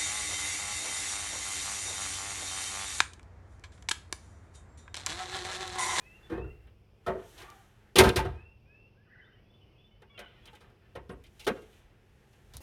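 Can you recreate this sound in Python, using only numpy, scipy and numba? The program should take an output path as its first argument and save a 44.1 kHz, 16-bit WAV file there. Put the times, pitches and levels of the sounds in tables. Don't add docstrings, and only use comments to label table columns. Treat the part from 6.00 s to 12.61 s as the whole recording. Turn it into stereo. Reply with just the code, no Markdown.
import sys
import numpy as np
from scipy import signal
from scipy.fft import rfft, irfft, next_fast_len
from scipy.io import wavfile
from scipy.ndimage import uniform_filter1d
from numba import njit

SR = 44100
rng = np.random.default_rng(int(sys.argv[2]) if len(sys.argv) > 2 else 0)


def convert_level_to_amplitude(level_db):
    exponent = np.asarray(level_db, float) / 20
    return 10 ** exponent


def output_pcm(signal):
    pcm = np.clip(np.atleast_2d(signal).T, -1, 1) * 32767
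    wavfile.write(sys.argv[1], SR, np.round(pcm).astype(np.int16))


N = 291314
T = np.arange(N) / SR
PART_EDGES_HZ = (18, 160, 700, 2000, 4300)


def unit(x):
    return x / np.sqrt(np.mean(x ** 2))


def colour(x, points):
    hz, db = np.transpose(points)
    size = next_fast_len(N)
    f = np.maximum(np.arange(size // 2 + 1) * SR / size, 1)
    gain = convert_level_to_amplitude(np.interp(np.log(f), np.log(hz), db))
    return irfft(rfft(x, size) * gain, size)[..., :N]


def walk(rate):
    k = int(SR / rate)
    steps = np.repeat(rng.standard_normal(N // k + 1), k)
    return 1.3 * uniform_filter1d(uniform_filter1d(steps, k), k)[:N]


def sides(pan_db):
    return convert_level_to_amplitude(np.array([pan_db, -pan_db]) / 2)


def fade(t, t60_s):
    return np.exp(-np.log(1000) * t / t60_s)


def swells(rows):
    t = T[::44]
    power = 0
    for s, db, rise, fall in rows:
        drop_db = np.where(t < s, rise * (s - t), fall * (t - s))
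        power = power + convert_level_to_amplitude(db - drop_db) ** 2
    return np.interp(T, t, np.sqrt(power))


def notes(rows, waver, flutter_db, count=1):
    overtone_top_hz = 3600
    out, wobble = np.zeros(N), 1 + waver * walk(110)
    for s, length, from_hz, to_hz, db, *step_db in rows:
        i, u = int(s * SR), np.linspace(0, 1, int(length * SR))
        hz = (to_hz + (from_hz - to_hz) * (1 - u) ** 2) * wobble[i:i + len(u)]
        phase = 2 * np.pi * np.cumsum(hz) / SR
        tone = np.sin(phase)
        for k in range(2, count + 1):
            if k * to_hz < overtone_top_hz:
                tone += convert_level_to_amplitude(k * step_db[0]) * np.sin(k * phase)
        out[i:i + len(u)] += convert_level_to_amplitude(db) * np.sqrt(2) * np.sin(np.pi * u) ** 0.18 * tone
    return out * convert_level_to_amplitude(flutter_db * walk(70))


def contacts():
    # start_s, strength_db, hardness_db, damping_x,
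    # note_hz of the struck spot, note_db over the strength
    knocks = [(0.296, -40.5, -22.5, 0.54, 327, -1.5), (0.317, -36.5, -31, 0.69, 327, 10),
              (0.374, -35.5, -37, 1.35, 351.5, 2.5), (0.439, -46, -33, 1.08, 312, 4.5),
              (1.063, -28.5, -19, 1.12, 1300, -5), (1.078, -26.5, -34, 1.18, 686, 2),
              (1.149, -36, -55, 1.54, 657, 4), (1.956, -18, -6, 0.71, 377, 1),
              (1.984, -12.5, 3.5, 1.52, 374, 5), (2.003, -12, -11, 2.56, 383, 2),
              (2.034, -21, -10.5, 0.6, 371.7, 0.5), (2.09, -22.5, 0.5, 4.8, 364, 4),
              (2.159, -26, 1.5, 1.14, 372, 9), (2.19, -35, -12, 1.3, 885, 15),
              (2.249, -31.5, -22, 1.55, 376, 9), (4.019, -49, -12, 2.64, 490, 0.5),
              (4.19, -48, 2, 1.6, 573, 8.5), (4.53, -60, -2, 1.7, 845, 11.5),
              (4.952, -37, -16, 1.53, 536, -0.5), (5.092, -39.5, -17.5, 1.3, 183, 2),
              (5.466, -24.5, -8, 1.85, 363, -0.5), (5.475, -25, -9.5, 2.17, 430, 12.5),
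              (5.495, -46, -25, 1.95, 536.5, 23.5), (5.509, -38.5, -44, 2.36, 215, 16.5),
              (5.618, -69, 10.5, 2.1, 319, 23), (6.579, -71.5, 13, 4.2, 250, 24)]
    # over_db (over the strength), share (of hardness_db)
    hardness = [(-1, 0.0024), (2, 0.19), (-1, .6), (0.5, 1)]
    # start_s, panel_db, clank_db, tick_db, damping_x
    taps = [(0.669, -62, -60, -85, 1.8), (1.376, -58, -50, -53.5, 0.57), (1.417, -54, -51.5, -51, 1.5),
            (1.5, -61.5, -66.5, -61.5, 1.6), (4.175, -49, -41.5, -63.5, 1.2), (4.454, -55, -56.5, -53, 1.4),
            (4.473, -54, -47, -69, 2), (4.55, -71, -50, -55, 2.04), (4.605, -54, -64.5, -61, 0.9),
            (4.699, -56.5, -78, -68, 2.9), (5.238, -69, -57, -62, 0.97), (5.265, -73, -59, -60, 2.6),
            (5.394, -58.5, -47.5, -47, 0.85), (5.449, -60, -61, -45, 3.2),
            (5.727, -68.5, -58.5, -65.5, 1.3), (6.329, -67, -61.5, -64, 1.75),
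            (6.535, -53.5, -55.5, -52, 0.77), (6.567, -62, -63.5, -41.5, 2.8)]
    knock_pan_db, tap_pan_db, tap_drum_db = -0.7, -2, -4.5
    rows = []
    for s, db, hard, damp, hz, note_db in knocks:
        levels_db = [db + over + share * hard for over, share in hardness]
        rows.append((s, *levels_db, hz, db + note_db, knock_pan_db, damp))
    for s, panel, clank, tick, damp in taps:
        rows.append((s, panel + tap_drum_db, panel, clank, tick, 0, 0, tap_pan_db, damp))
    return sorted(rows)


def rock_front_end(force):
    # start_s, level_db (of the summed push)
    booms = [(0.321, -35), (0.388, -32), (0.45, -36), (0.568, -55), (1.073, -35.5), (1.965, -30),
             (1.994, -15), (2.019, -13.5), (2.096, -18.5), (2.169, -21.5), (2.261, -23.5), (4.963, -40.5),
             (5.1, -42), (5.471, -40), (6.5, -55), (6.546, -43), (6.574, -50)]
    push_peak_s = 0.0074 / 6
    for s, boom_db in booms:
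        i = int(s * SR)
        t = T[:min(N - i, SR // 10)]
        shove = t * np.exp(-t / push_peak_s)
        force[0, :, i:i + len(t)] += convert_level_to_amplitude(boom_db) * shove / shove.sum()


def strike(force):
    contact_s, tick_t60_s, note_t60_s = 0.007, 0.12, 0.16
    damping, tick, struck = np.ones(N), np.zeros((2, N)), np.zeros((2, N))
    grit = rng.standard_normal(N)
    for s, drum_db, panel_db, clank_db, tick_db, note_hz, note_db, pan_db, damp in contacts():
        i = int(s * SR)
        t = T[:min(N - i, SR // 2)]
        span = slice(i, i + len(t))
        pan = sides(pan_db)[:, None]
        damp = np.clip(damp, .3, 8)
        rattle = t * np.exp(-2 * t / contact_s) * grit[span] * pan
        rattle = rattle / np.sqrt(np.sum(rattle ** 2) / 2)
        force[1:, :, span] += convert_level_to_amplitude(np.array([drum_db, panel_db, clank_db]))[:, None, None] * rattle
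        damping[i:] = damp
        rise = (1 - np.exp(-3 * t / contact_s)) * pan
        tick[:, span] += convert_level_to_amplitude(tick_db) * rise * fade(t * damp, tick_t60_s)
        note = np.sin(2 * np.pi * note_hz * t) * fade(t * damp, note_t60_s)
        struck[:, span] += convert_level_to_amplitude(note_db) * rise * note
    return damping, tick, struck


def drag(force):
    # peak_s, peak_db, rise_db_per_s, fall_db_per_s (levels before the slip level)
    drags = [(1.2, -50.5, 432, 170), (1.39, -50.5, 463, 50), (1.47, -68, 60, 70.2),
             (1.8, -66.5, 150, 305.5), (2.22, -41.5, 295.2, 124), (4.2, -43, 872, 450),
             (4.23, -61.5, 277.8, 50.6), (4.48, -55, 309, 485), (4.535, -53, 900, 400),
             (4.64, -64, 170, 118.8), (4.85, -62.5, 207.4, 110), (5.55, -57.5, 600, 505),
             (5.78, -68.5, 64.7, 37.04)]
    latch_rubs = [(4.25, -61, 198.5, 37.5), (4.62, -91, 100, 71), (5.42, -62.5, 200, 100),
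                  (5.56, -71, 199, 66.5), (5.76, -67.5, 80, 91)]
    slip_db, clank_db = -28, -8.5
    slips = rng.standard_normal(N) * convert_level_to_amplitude(slip_db + 1.4 * walk(200))
    force[2:] += convert_level_to_amplitude(np.array([0, clank_db]))[:, None, None] * swells(drags) * slips
    force[3] += swells(latch_rubs) * slips


def metal_modes(count=190, spread=0.93):
    # pitch_hz, level_db (relative within a part), t60_s (at damping 1, capped below)
    main_modes = [(59.2, -3, 0.73), (106.3, 3.5, 0.29), (377, 7.5, 0.26), (483.5, 6.5, 0.21), (541, 0, 0.9),
                  (716, 0, 0.78), (908, 2, 1.4), (968, -4.5, 0.38), (1210, -22, 0.43), (1297, -13, 0.41),
                  (1480, -27.5, 0.29), (1500, -16, 0.45), (1610.6, -13.5, 0.42), (1700, -28, 0.5),
                  (2010, -15.5, 0.27), (2350, -15.5, 0.11), (2330, -9, 0.16), (2850, -15, 1.5),
                  (2900, -20, 1.2), (3311, -51, 5.0), (3680, -12, 0.32), (3879, -23, 0.25),
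                  (4050, -21, 1.0), (3967, -28.5, 0.26)]
    sheet = [(35, -10, 0.18), (79, -10.5, 0.98), (150, -1.5, 0.4), (222, -5.5, 0.5), (302, -6, 0.59),
             (600, -2, 0.33), (1070, 0, 0.19), (1500, -5, 0.25), (2160, -5.5, 0.75), (4177, -14.5, 0.13)]
    chance = rng.random(count)
    at, sheet_db, sheet_t60 = np.transpose(sheet)
    hz = at[0] + (at[-1] - at[0]) * ((np.arange(count) + chance) / count) ** 1.4
    small = [hz] + [np.interp(np.log(hz), np.log(at), c) for c in (sheet_db, sheet_t60)]
    hz, db, t60 = np.hstack([np.transpose(main_modes), small])
    blurred_hz = hz * np.exp(0.1 * rng.standard_normal(len(hz)))
    part = np.minimum(np.searchsorted(PART_EDGES_HZ[1:], blurred_hz), 3)
    part_power = [np.sum(convert_level_to_amplitude(db[part == k]) ** 2) / 2 for k in part]
    gain = convert_level_to_amplitude(db) / np.sqrt(part_power)
    skew = spread * np.minimum(hz / 500, (500 / hz) ** 0.23) * rng.standard_normal(len(hz))
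    phase = np.array([skew, -skew]) + 2 * np.pi * rng.random(len(hz))
    return hz, np.clip(t60, .05, 11 / np.sqrt(hz)), part, gain * np.exp(1j * phase)


@njit
def ring(force, part, turn, loss, gain, damping):
    out = np.zeros((2, force.shape[2]))
    for m in range(len(turn)):
        for c in range(2):
            z, p = 0j, np.exp(1j * turn[m])
            for i in range(force.shape[2]):
                z = z * p * (1 - loss[m] * damping[i]) + force[part[m], c, i]
                out[c, i] += (gain[c, m] * z).imag
    return out


def hood(crack_db=-6):
    # (per Hz, relative)
    tick_spectrum = [(2060, -29), (3500, -1.5), (3970, -1.5), (5710, -7.5), (7950, -14), (9200, -8),
                     (10900, -15.5), (12100, -13.5), (16000, -27)]
    force = np.full((4, 2, N), 1e-18)
    rock_front_end(force)
    damping, tick_envelope, struck = strike(force)
    drag(force)
    for k in range(4):
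        band = signal.butter(1, PART_EDGES_HZ[k:k + 2], "band", fs=SR, output="sos")
        force[k] = signal.sosfilt(band, force[k])
    hz, t60_s, part, gain = metal_modes()
    metal = ring(force, part, 2 * np.pi * hz / SR, np.log(1000) / (t60_s * SR), gain, damping)
    grains = rng.standard_normal(N) + .45 * rng.standard_normal((2, N))
    tick = tick_envelope * unit(colour(grains * convert_level_to_amplitude(0.78 * walk(480)), tick_spectrum))
    return metal + tick + struck + convert_level_to_amplitude(crack_db) * force[3]


def clicks(t60_s=0.0017):
    # start_s, level_db (before the band filter), left_minus_right_db
    click_rows = [(0.6714, -56, 1), (1.5024, -35, -10), (4.0203, -57.5, -9), (4.1921, -33, 0),
                  (4.4732, -40, -2), (5.2395, -43, -19.5), (5.2465, -63, -10.5), (5.4468, -26, 6),
                  (6.538, -32, -2), (6.569, -16, -6)]
    out, t = np.zeros((2, N)), T[:SR // 50]
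    grits = rng.standard_normal((len(click_rows), len(t)))
    for (s, db, pan_db), grit in zip(click_rows, grits):
        i = int(s * SR)
        out[:, i:i + len(t)] += convert_level_to_amplitude(db) * sides(pan_db)[:, None] * grit * fade(t, t60_s) / 2
    return signal.sosfilt(signal.butter(1, (1500, 10000), "band", fs=SR, output="sos"), out)


def latch():
    # start_s, length_s, pitch_hz, level_db,
    # overtone_step_db (harmonic k lies k steps from the first)
    squeak_rows = [(1.446, 0.11, 1147, -57.5, -7), (1.521, 0.098, 784, -58.5, -22),
                   (4.097, 0.077, 1125, -70, 2), (4.146, 0.033, 1397, -70, 6),
                   (4.216, 0.033, 1488, -62.5, 1), (4.26, 0.035, 1500, -67, 1.5),
                   (4.285, 0.037, 1500, -69, 1.5), (4.323, 0.041, 1535, -67.5, -0.5),
                   (4.352, 0.038, 1450, -71.5, 0)]
    # start_s, length_s, pitch_hz, level_db
    small_part_rows = [(4.82, .06, 1750, -73.5), (5.103, 0.041, 8260, -76), (5.1, 0.036, 10900, -70.5),
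                       (5.533, 0.11, 2770, -68), (5.53, .05, 1660, -64), (5.618, 0.028, 2100, -67)]
    squeaks = [(s, length, hz, hz, db, step) for s, length, hz, db, step in squeak_rows]
    small_parts = [(s, length, hz, hz, db) for s, length, hz, db in small_part_rows]
    return notes(squeaks, .02, 5, count=3) + notes(small_parts, .003, 3)


def yard(x, t60_s, tail_db, wall_db):
    wall_s = 0.092
    t = T[:SR]
    tail = fade(t, t60_s) * (t > .012)
    slap = np.exp(-np.abs(t - wall_s) / 0.0071)
    echo = 0
    for envelope, db in ((tail, tail_db), (slap, wall_db)):
        envelope = envelope / np.sqrt(np.sum(envelope ** 2))
        echo = echo + convert_level_to_amplitude(db) * envelope * rng.standard_normal((2, SR))
    wet = signal.fftconvolve(x.mean(axis=0)[None], echo, axes=1)[:, :N]
    mid = colour(wet[0], [(100, -0.5), (400, 1.5), (3000, -5.5), (12000, -11)])
    side = colour(wet[1], [(100, -13.5), (400, 2), (3000, -1.5), (12000, -10)])
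    return x + (mid + side * np.array([[1], [-1]])) / np.sqrt(2)


def song():
    # start_s, length_s, level_db
    whistles, low_whistles = [(0, .19, -63), (.3, .23, -62), (2.335, .2, -65.5), (2.655, 0.24, -65.5)], [(2.37, 0.058, -72.5), (2.66, 0.099, -74),
                                                (2.95, .088, -75.5), (3.28, 0.064, -72)]
    # from_hz, to_hz
    whistle_hz, low_hz = (2360, 2743), (1440, 1740)
    # start_s, end_hz, level_db
    chip_rows = [(0, 1028, -65), (.06, 2060, -68), (.11, 2060, -72), (.23, 3530, -67.5), (.5, 2050, -72),
                 (3.07, 3000, -78), (3.215, 3113, -70), (3.24, 3586, -73), (3.32, 3070, -71),
                 (3.38, 2250, -76.5), (3.46, 2610, -81), (3.48, 3460, -74), (3.54, 3524, -69),
                 (3.61, 3010, -72), (3.69, 2230, -75.5), (3.75, 2626, -75.5), (3.78, 3490, -69),
                 (3.84, 3520, -64.5), (3.91, 3060, -72.5), (3.91, 2227, -80.5), (3.1, 2550, -78.5),
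                 (3.55, 2600, -84), (3.8, 2620, -75), (3.86, 3050, -75), (3.95, 3080, -74.5),
                 (4.25, 2100, -68), (4.37, 1860, -72), (4.4, 2510, -72), (4.421, 3400, -67)]
    chip_s, chip_bend = 0.037, .035
    rows = [(s, length, *whistle_hz, db) for s, length, db in whistles]
    rows += [(s, length, *low_hz, db) for s, length, db in low_whistles]
    rows += [(s, chip_s, hz * (1 - chip_bend), hz, db) for s, hz, db in chip_rows]
    return rows


def twitter(count=30):
    # from_hz, to_hz
    pitch_range = (2460, 3400)
    # from_s, to_s
    time_range = (3.0, 5)
    chip_s, chip_bend, softest_db = 0.06, .035, -83.5
    when, pitch, size = rng.random((count, 3)).T
    start_s = time_range[0] + (time_range[1] - time_range[0]) * when
    end_hz = pitch_range[0] + (pitch_range[1] - pitch_range[0]) * pitch
    return [(s, chip_s, f * (1 - chip_bend), f, softest_db + 6 * z) for s, f, z in zip(start_s, end_hz, size)]


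def hoarse_call():
    # time_s, upper_db, lower_db (upper and lower pair of throat tones)
    caw = [(3.05, -80, -92.5), (3.072, -87.5, -65.5), (3.104, -59, -67.5), (3.124, -61.5, -73.5),
           (3.202, -59, -66), (3.258, -74, -63), (3.38, -73, -77)]
    # pitch_hz, width_hz, level_db (relative within a pair)
    throat = [(1270, 120, -13.5), (1500, 197, 3), (1730, 180, 2.5), (1940, 120, 6)]
    s, *levels_db = np.transpose(caw)
    edge = np.clip(np.minimum(T - s[0], s[-1] - T) / 0.007, 0, 1)
    upper_db, lower_db = (np.interp(T, s, db) for db in levels_db)
    tones = []
    for hz, width, db in throat:
        throb = convert_level_to_amplitude(db + 5.7 * walk(90))
        tones.append(throb * np.sin(2 * np.pi * np.cumsum(hz + .5 * width * walk(150)) / SR))
    lower, upper = unit(tones[0] + tones[1]), unit(tones[2] + tones[3])
    return edge * (convert_level_to_amplitude(lower_db) * lower + convert_level_to_amplitude(upper_db) * upper)


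def birds():
    return (notes(song() + twitter(), .012, 2.9) + hoarse_call()) * sides(2.4)[:, None]


def pair(alike):
    mid, side = rng.standard_normal((2, N))
    return np.sqrt(1 + alike) * mid + np.sqrt(1 - alike) * side * np.array([[1], [-1]])


def strut_hiss():
    # (per Hz, relative)
    hiss_spectrum = [(1760, -34.5), (3000, 3), (5110, -7.5), (5520, -2.5), (6090, -1.5), (8460, -5),
                     (12400, -6.5), (16000, -19.5)]
    # peak_s, peak_db, rise_db_per_s, fall_db_per_s
    hiss_swells = [(0.0, -75, 50, 35), (.33, -73, -2, 125), (1.1, -64, 300, 250), (1.29, -59, 98, 41),
                   (1.405, -56.5, 248, 250), (1.56, -67, 60, 70), (1.95, -80.5, 8, 203.5),
                   (4.54, -73.5, 68, 86), (5.44, -62, 129, 68), (5.78, -68.5, 18, 150.5),
                   (6.29, -77.5, 20, 12), (6.6, -71, 24.5, 59)]
    hiss = convert_level_to_amplitude(0.5 * walk(16)) * unit(colour(pair(0.27), hiss_spectrum))
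    return swells(hiss_swells) * hiss


def scuffs():
    # (per Hz, relative)
    scuff_spectrum = [(180, -48), (300, -9), (354, -3), (608, -14.5), (826, -8), (951, -16.5),
                      (1750, -10.5), (5000, -30.5), (6500, -53.5), (11000, -120)]
    # peak_s, peak_db, rise_db_per_s, fall_db_per_s
    scuff_swells = [(0.0, -63.5, 50, 30), (.342, -55, 70, 130), (.67, -68, 10, 140), (1.11, -56, 200, 80),
                    (1.43, -52.5, 74, 63), (1.9, -64.5, 40, 120), (3.19, -69, 140, 50), (4.22, -68, 38, 20),
                    (4.54, -65.5, 26, 89), (4.93, -69.5, 26, 63), (5.44, -66, 30, 90),
                    (5.64, -67.5, 110, 16.9), (6.1, -69, 15, 15), (6.6, -63, 25, 50)]
    scuff = convert_level_to_amplitude(1.3 * walk(23)) * unit(colour(pair(0.11), scuff_spectrum))
    return swells(scuff_swells) * scuff


def breeze():
    # time_s, level_db (before the flicker)
    breeze_levels = [(0, -62), (.5, -53), (1.2, -70), (1.43, -55.5), (1.6, -68.5), (2.4, -61), (3.1, -83),
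                     (3.6, -68.5), (4.7, -61.5), (5.05, -66), (5.3, -57.5), (5.64, -62), (5.85, -63),
                     (6.4, -68), (6.61, -47)]
    rumble = unit(colour(pair(0.53), [(15, -23.5), (45, 7.5), (90, -0.5), (300, -47.5)]))
    rumble = convert_level_to_amplitude(2.2 * walk(21)) * rumble
    return convert_level_to_amplitude(np.interp(T, *np.transpose(breeze_levels))) * rumble


def town():
    # (per Hz, relative)
    murmur_spectrum = [(18, -29), (30, -6), (118, -6), (266, -18.5), (415, -14.5), (1860, -34),
                       (2610, -25.5), (3490, -34.5), (3870, -41), (5310, -35.5), (7090, -55.5),
                       (13000, -49.5), (16000, -58.5)]
    # edge_hz, alike (share, below 0 taken as 0)
    likeness = [(60, 0.9), (130, 0.4), (290, 0.9), (640, -0.54), (1410, -0.6), (3100, -0.45), (6820, 0),
                (15000, 0.32)]
    # pitch_hz, level_db (before the wavering)
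    hum_rows = [(102.3, -70), (129.2, -72.5), (209.9, -74)]
    town_db = -62
    hz, alike = np.transpose(likeness)
    alike = np.clip(alike, 0, .98)
    mid, side = (colour(colour(rng.standard_normal(N), murmur_spectrum),
                        np.transpose([hz, 10 * np.log10(1 + sign * alike)])) for sign in (1, -1))
    murmur = unit(mid + side * np.array([[1], [-1]])) * convert_level_to_amplitude(town_db + 1.2 * walk(3.1))
    hum = 0
    for f, db in hum_rows:
        level = convert_level_to_amplitude(db + walk(1)) * np.sqrt(2)
        hum = hum + level * np.sin(2 * np.pi * f * T + 2.4 * walk(13.0))
    return murmur + hum


def scene():
    near = yard(hood() + latch() + clicks(), t60_s=0.51, tail_db=-13, wall_db=-20)
    trees = yard(birds(), t60_s=0.54, tail_db=0.72, wall_db=-15)
    return near + trees + strut_hiss() + scuffs() + breeze() + town()


def band_limit(x):
    return signal.sosfilt(signal.butter(12, 16650, fs=SR, output="sos"), x)


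def record(dry):
    mix = np.tanh(0.9 * dry)
    return band_limit(mix)


dry = scene()
out = record(dry)
output_pcm(out)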